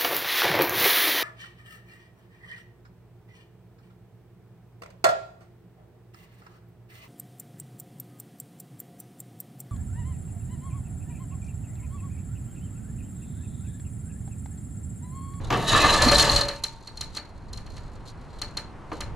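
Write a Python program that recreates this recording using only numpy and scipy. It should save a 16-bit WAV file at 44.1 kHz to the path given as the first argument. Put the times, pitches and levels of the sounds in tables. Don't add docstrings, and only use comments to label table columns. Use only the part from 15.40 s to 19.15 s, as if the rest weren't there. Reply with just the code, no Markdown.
import sys
import numpy as np
from scipy import signal
from scipy.fft import rfft, irfft, next_fast_len
from scipy.io import wavfile

SR = 44100
rng = np.random.default_rng(int(sys.argv[2]) if len(sys.argv) > 2 else 0)


def wav_out(sig):
    wavfile.write(sys.argv[1], SR, np.round(np.clip(np.atleast_2d(sig).T, -1, 1) * 32767).astype(np.int16))


N = 165375
T = np.arange(N) / SR
RING_T = T[:SR]

# time in seconds, pitch in Hz.
LIP_PITCH = [(.28, 3880), (.5, 4020), (.64, 4210)]


def from_db(db):
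    return 10 ** (np.asarray(db) / 20)


def rms_one(x):
    return x / np.sqrt(np.mean(x ** 2) + 1e-20)


def unit_energy(x):
    return rms_one(x) / np.sqrt(x.shape[-1])


def decay(t60):
    return np.exp(-np.log(1000) * RING_T / t60)


def level(rows, outside=None):
    s, db = np.transpose(rows)
    return from_db(np.interp(T, s, db, left=outside, right=outside))


def colour(x, points):
    size = next_fast_len(x.shape[-1] + SR // 8)
    hz, db = np.transpose(points)
    f = np.maximum(np.abs(np.fft.fftfreq(size, 1 / SR)), 1)
    log_gain = np.log(from_db(np.interp(np.log(f), np.log(hz), db)))
    response = np.exp(np.conj(signal.hilbert(log_gain)))[:size // 2 + 1]
    return irfft(rfft(x, size) * response, size)[..., :x.shape[-1]]


def stereo_noise(size, side_db):
    mid, side = rng.standard_normal((2, size))
    return mid + from_db(side_db) * side * np.array([[1], [-1]])


def drift(rate):
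    knots = rng.standard_normal(N // 100)
    return rms_one(np.interp(T * rate, np.arange(len(knots)), knots))


def play(force, response):
    return signal.fftconvolve(np.atleast_2d(force), response, axes=-1)[:, :N]


def blows(s, db):
    return np.bincount((np.asarray(s) * SR).astype(int), from_db(db), N)[:N]


def slips(per_s, spread_db):
    excess_db = spread_db * np.minimum(rng.exponential(1, N), 4)
    sizes = from_db(excess_db) * rng.choice([-1, 1], N)
    return sizes * (rng.random(N) < per_s / SR)


def chirps(paths):
    top_hz = 16000
    f = np.fft.rfftfreq(SR, 1 / SR)
    out = 0
    for delay, lag, db in paths:
        cycles = f * (abs(delay) + 1 / 2 ** 11) + lag * (2 * np.sqrt(f * top_hz) - f)
        out = out + from_db(db) * np.exp(-2j * np.pi * cycles)
    band_limited = out * np.exp(-(f / top_hz) ** 20)
    return unit_energy(irfft(band_limited, SR) * np.exp(-10 * RING_T))


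def dense_ring(t60, side_db):
    tail_slope = 0.48
    edges = np.geomspace(60, 20000, 13)
    noise = rfft(stereo_noise(SR, side_db))
    f = np.fft.rfftfreq(SR, 1 / SR)
    out = 0
    for low, high in zip(edges, edges[1:]):
        life = t60 * (4000 / np.sqrt(low * high)) ** tail_slope
        band = irfft(noise * ((f >= low) & (f < high)), SR)
        out = out + band * decay(life) / np.sqrt(life)
    return unit_energy(out)


def sheet_ring():
    # frequency in Hz, relative level in dB before scatter, t60 in seconds.
    sheet_modes = [(308, -8, .3), (436, -11, .45), (578, -9, .6), (868, -13, .5), (906, -11.5, 1.5),
                   (958, -14, .9), (1066, -14, .7), (1200, -1, .22), (1343, -14, .35), (1750, -9, .3),
                   (1820, -14, .4), (2056, -15, .6), (2960, -8, .25)]
    faint = [(hz, -19, .55) for hz in rng.uniform(450, 3200, size=40)]
    out = 0
    for hz, db, t60 in [*sheet_modes, *faint]:
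        gain = from_db(db + rng.normal(0, 1, (2, 1))) * rng.choice([-1, 1])
        out = out + gain * np.sin(2 * np.pi * hz * RING_T) * decay(t60)
    return unit_energy(out)


def gutter(shape, tail_db, modes_db, side_db, t60, grip_t60=np.inf, paths=None):
    # delay in seconds, lag of 4 kHz behind the top in seconds, relative level in dB.
    sheet_paths = [(0, .003, -6), (0, .008, 0)]
    chirp = chirps(sheet_paths if paths is None else paths)
    body = colour(chirp + from_db(tail_db) * dense_ring(t60, side_db), shape)
    modes = unit_energy(sheet_ring() * decay(grip_t60))
    return unit_energy(body) + from_db(modes_db) * modes


def ticks():
    # ping time in seconds, relative snap drive in dB,
    # relative ping level in dB, drive of the body against the snap in dB.
    tick_rows = [(0.6204, -11.5, -17.5, 9), (0.6828, -23, -17.5, 25.5), (0.696, -45, -20.5, 6),
                 (0.717, -13.5, -21, 18), (0.7563, -33.5, -18, -14), (0.7821, -12, -17.5, 14.5),
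                 (0.8027, -22, -19.5, 8), (0.825, -11, -28.5, 8.5), (0.8942, -41, -17, -2),
                 (0.961, -15.5, -16, 8), (1.01, -21.5, -20.5, 8), (1.0851, -24, -27, 15),
                 (1.2379, -17.5, -22.5, 3.5), (1.4732, -36.5, -39, 11), (1.5726, -33, -39, 4),
                 (1.6101, -22, -27, 5), (1.749, -37.5, -50, 14), (1.7685, -30, -28, 17),
                 (2.1313, -31.5, -38.5, 2), (2.174, -35, -42, 9.5), (2.264, -45, -51, 18.5),
                 (2.367, -41, -46.5, 18), (3.017, -24.5, -28.5, 11.5), (3.1713, -24, -27.5, 12),
                 (3.6065, -25.5, -35, 14.5)]
    # frequency in Hz, relative level in dB.
    tick_colour = [(200, -12.5), (600, -20.5), (1700, -6), (2450, -11), (3000, -1.5), (4400, -5),
                   (5200, -0.5), (7000, 1), (8200, -6.5), (9700, -3.5), (11500, -14), (15500, -25)]
    lead_s, body_edge_hz = .0015, 2610
    s, snap_db, ping_db, body_db = np.transpose(tick_rows)
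    response = gutter(tick_colour, tail_db=-2.5, modes_db=-12, side_db=-5, t60=0.29, grip_t60=1)
    lowpass = signal.butter(3, body_edge_hz, fs=SR, output="sos")
    body = signal.sosfiltfilt(lowpass, response, padtype=None)
    upper_snaps = play(blows(s - lead_s, snap_db), response - body)
    body_snaps = play(blows(s - lead_s, snap_db + body_db), body)
    pings = sum(from_db(db) * ping(at) for at, db in zip(s, ping_db))
    return from_db(15) * (upper_snaps + body_snaps) + from_db([[6], [4]]) * pings


def ping(s):
    # frequency in Hz before scatter, relative level in dB.
    lip_modes = [(3835, -16), (4185, -2.5), (4410, -8)]
    attack_s, burst_s = 0.00051, 0.0088
    echo_s, echo_db = .0185 * rng.uniform(1, 1.6), -12.5
    tail_db, tail_t60_s, flutter_per_s = -10.5, 0.26, 170
    bend = 1 + 0.01214 * rng.standard_normal()

    def burst(t):
        t = np.maximum(t, 0)
        return (1 - np.exp(-t / attack_s)) * np.exp(-(t / burst_s) ** 4)

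    tail = from_db(tail_db) * decay(tail_t60_s)
    onset = burst(RING_T) + from_db(echo_db) * burst(RING_T - echo_s)
    out = 0
    for hz, db in lip_modes:
        flutter = np.array([drift(flutter_per_s)[:SR] for side in "LR"])
        tone = np.sin(2 * np.pi * hz * bend * RING_T)
        out = out + from_db(db) * (onset + tail * flutter) * tone
    return np.pad(out, ((0, 0), (int(s * SR), N)))[:, :N]


def knocks():
    # time in seconds, relative drive in dB, upper edge in Hz.
    knock_rows = [(.104, -16.5, 9000), (0.125, -16.5, 3520), (.331, -13.5, 2500), (0.444, -10.5, 4020),
                  (3.517, -19, 680)]
    # frequency in Hz, relative level in dB.
    knock_colour = [(80, -21.5), (270, 2), (1200, 2.5), (2250, -9), (7000, -18), (15000, -67.5)]
    force = 0
    for s, db, edge_hz in knock_rows:
        softness = signal.butter(1, edge_hz, fs=SR, output="sos")
        force = force + signal.sosfilt(softness, blows([s], [db]) + 1e-18)
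    response = gutter(knock_colour, tail_db=7, modes_db=-6, side_db=-11, t60=0.1,
                      paths=[(0, .001, 0)])
    return from_db(21.5) * play(force, response)


def slide(force, contact, count=6):
    shifts_per_s = 35
    place = np.argmax([drift(shifts_per_s) for k in range(count)], axis=0)
    return sum(play(force * (place == k), unit_energy(contact())) for k in range(count))


def drag():
    # time in seconds, relative drive in dB.
    pressure = [(.125, -17.5), (.17, -30.5), (.25, -37), (.29, -19.5), (.345, -18), (.39, -19.5),
                (.455, -21), (.53, -20.5), (.73, -25.5), (.85, -24), (.99, -28), (1.15, -45)]
    # frequency in Hz, relative level in dB.
    drag_colour = [(120, -22.5), (290, 2.5), (380, -8), (580, 1.5), (1020, -5.5), (1190, 7.5),
                   (1450, -10.5), (1750, 1), (2250, -18), (2750, -10), (4700, -17.5), (15000, -53.5)]
    contact = lambda: gutter(drag_colour, tail_db=-1, modes_db=-5.5, side_db=-10, t60=0.091)
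    force = rms_one(slips(per_s=2000, spread_db=3) * from_db(2.2 * drift(80)))
    return from_db(-0.5) * slide(force * level(pressure, -120), contact)


def lip(x):
    width_hz, peak_db = 300, 20
    turn = np.exp(2j * np.pi * np.cumsum(np.interp(T, *np.transpose(LIP_PITCH))) / SR)
    r = np.exp(-np.pi * width_hz / SR)
    smoothed = signal.lfilter([1 - r], [1, -r], x / turn + 1e-18)
    return x + from_db(peak_db) * 2 * np.real(turn * smoothed)


def rasp():
    # time in seconds, relative drive in dB.
    rasp_rows = [(.11, -50), (.21, -54), (.265, -41), (.3, -36), (.375, -39), (.415, -32.5), (.48, -39),
                 (.54, -34.5), (.61, -44), (.635, -32.5), (.82, -35), (.885, -39), (.975, -35),
                 (1.06, -52.5), (1.2, -61)]
    # centre in seconds, half-width to 1/e in seconds, relative drive in dB.
    creak_rows = [(.01, 0.16, -61), (1.76, 0.023, -44), (1.387, 0.59, -65), (2.394, 0.2, -64.5),
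                  (2.683, 0.022, -51), (2.984, 0.18, -64.5), (3.547, 0.04, -55.5)]
    # frequency in Hz, relative level in dB.
    rasp_colour = [(1500, -38), (2800, 1), (5000, -0.5), (7000, 4.5), (8200, -0.5), (9500, -1),
                   (12000, -8.5), (15500, -36)]
    contact = lambda: gutter(rasp_colour, tail_db=3, modes_db=-30, side_db=-9, t60=.07)
    grip = sum(from_db(db) * np.exp(-((T - s) / length) ** 2) for s, length, db in creak_rows)
    uneven_slips = slips(per_s=1500, spread_db=4) * from_db(2.5 * drift(80))
    grating = rms_one(uneven_slips) * level(rasp_rows, -120)
    creaking = rms_one(slips(per_s=310, spread_db=5)) * grip
    return slide(lip(from_db(2.0) * grating + from_db(-2) * creaking), contact)


def sing(hz, waver_hz):
    tone = np.sin(2 * np.pi * np.cumsum(hz + waver_hz * drift(200)) / SR)
    return rms_one(tone * from_db(2 * drift(200)))


def squeals():
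    # centre in seconds, level in dB.
    skids = [(0.291, -25.5), (.342, -23.5), (0.411, -27), (0.451, -26), (0.501, -24), (.535, -26)]
    skid_s, waver_hz = 0.016, 91.5
    grip = sum(from_db(db) * np.exp(-((T - s) / skid_s) ** 2) for s, db in skids)
    return grip * sing(np.interp(T, *np.transpose(LIP_PITCH)), waver_hz)


def panels():
    # centre in seconds, half-width to 1/e in seconds, mean pitch in Hz, level in dB.
    panel_rings = [(0.357, 0.015, 1194, -20.5), (0.455, 0.015, 1188, -18.5), (0.413, 0.081, 2615, -30),
                   (.673, 0.011, 250, -19), (.732, 0.019, 564, -18), (0.837, 0.014, 571.4, -25.5),
                   (0.971, 0.15, 566.6, -33)]
    waver = 0.025
    out = 0
    for s, length, hz, db in panel_rings:
        swell = from_db(db) * np.exp(-((T - s) / length) ** 2)
        out = out + swell * sing(hz, waver * hz)
    return out


def boom():
    # time in seconds, relative drive in dB.
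    flex = [(0.1, -24), (.32, -37.5), (0.6, -49), (0.664, -24.5), (1.1, -50.5)]
    # frequency in Hz, relative level in dB.
    flex_colour = [(60, -33), (120, 18), (270, 6.5), (440, 10), (700, 9.5), (2000, -31.5)]
    response = unit_energy(colour(dense_ring(t60=0.029, side_db=-13.5), flex_colour))
    return play(rms_one(slips(per_s=330, spread_db=1.0)) * level(flex, -120), response)


def outdoors():
    # time in seconds, relative level in dB.
    wind_rows = [(0, -31), (.26, -37), (.345, -18), (.39, -30), (.7, -25), (.95, -27.5), (1.1, -41),
                 (1.45, -48.5), (1.63, -38.5), (1.85, -47.5), (2.3, -37.5), (2.8, -44.5), (3.45, -44),
                 (3.75, -34)]
    # frequency in Hz, relative level in dB.
    wind_colour = [(20, 0), (60, -2), (110, -5), (160, -11), (300, -24), (1000, -32.5), (4000, -113)]
    # time in seconds, relative level in dB.
    yard_rows = [(0, -54), (1.3, -63), (3.5, -57), (3.75, -57)]
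    # frequency in Hz, relative level in dB.
    yard_colour = [(59, -46), (100, 2), (620, -11.5), (960, -9), (3530, -31.5), (10100, -44), (12400, -55),
                   (15000, -107)]
    rumble = colour(stereo_noise(N, side_db=-9), [(4, -30), *wind_colour])
    wind = rms_one(rumble * from_db(1.5 * drift(18)))
    yard = rms_one(colour(stereo_noise(N, side_db=-10), [(30, 2.8), *yard_colour]))
    return from_db([[-.5], [.5]]) * wind * level(wind_rows) + from_db(13.0) * yard * level(yard_rows)


def scene():
    ear_lag_s = .00001
    left, right = ticks() + knocks() + drag() + rasp() + squeals() + panels() + boom()
    lag = np.exp(-2j * np.pi * np.fft.rfftfreq(2 * N, 1 / SR) * ear_lag_s)
    left = irfft(rfft(left, 2 * N) * lag)[:N]
    return np.array([left, right]) + outdoors()


def record(dry):
    return signal.sosfilt(signal.cheby2(16, 70, 16100, fs=SR, output="sos"), dry)


dry = scene()
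out = record(dry)
wav_out(out)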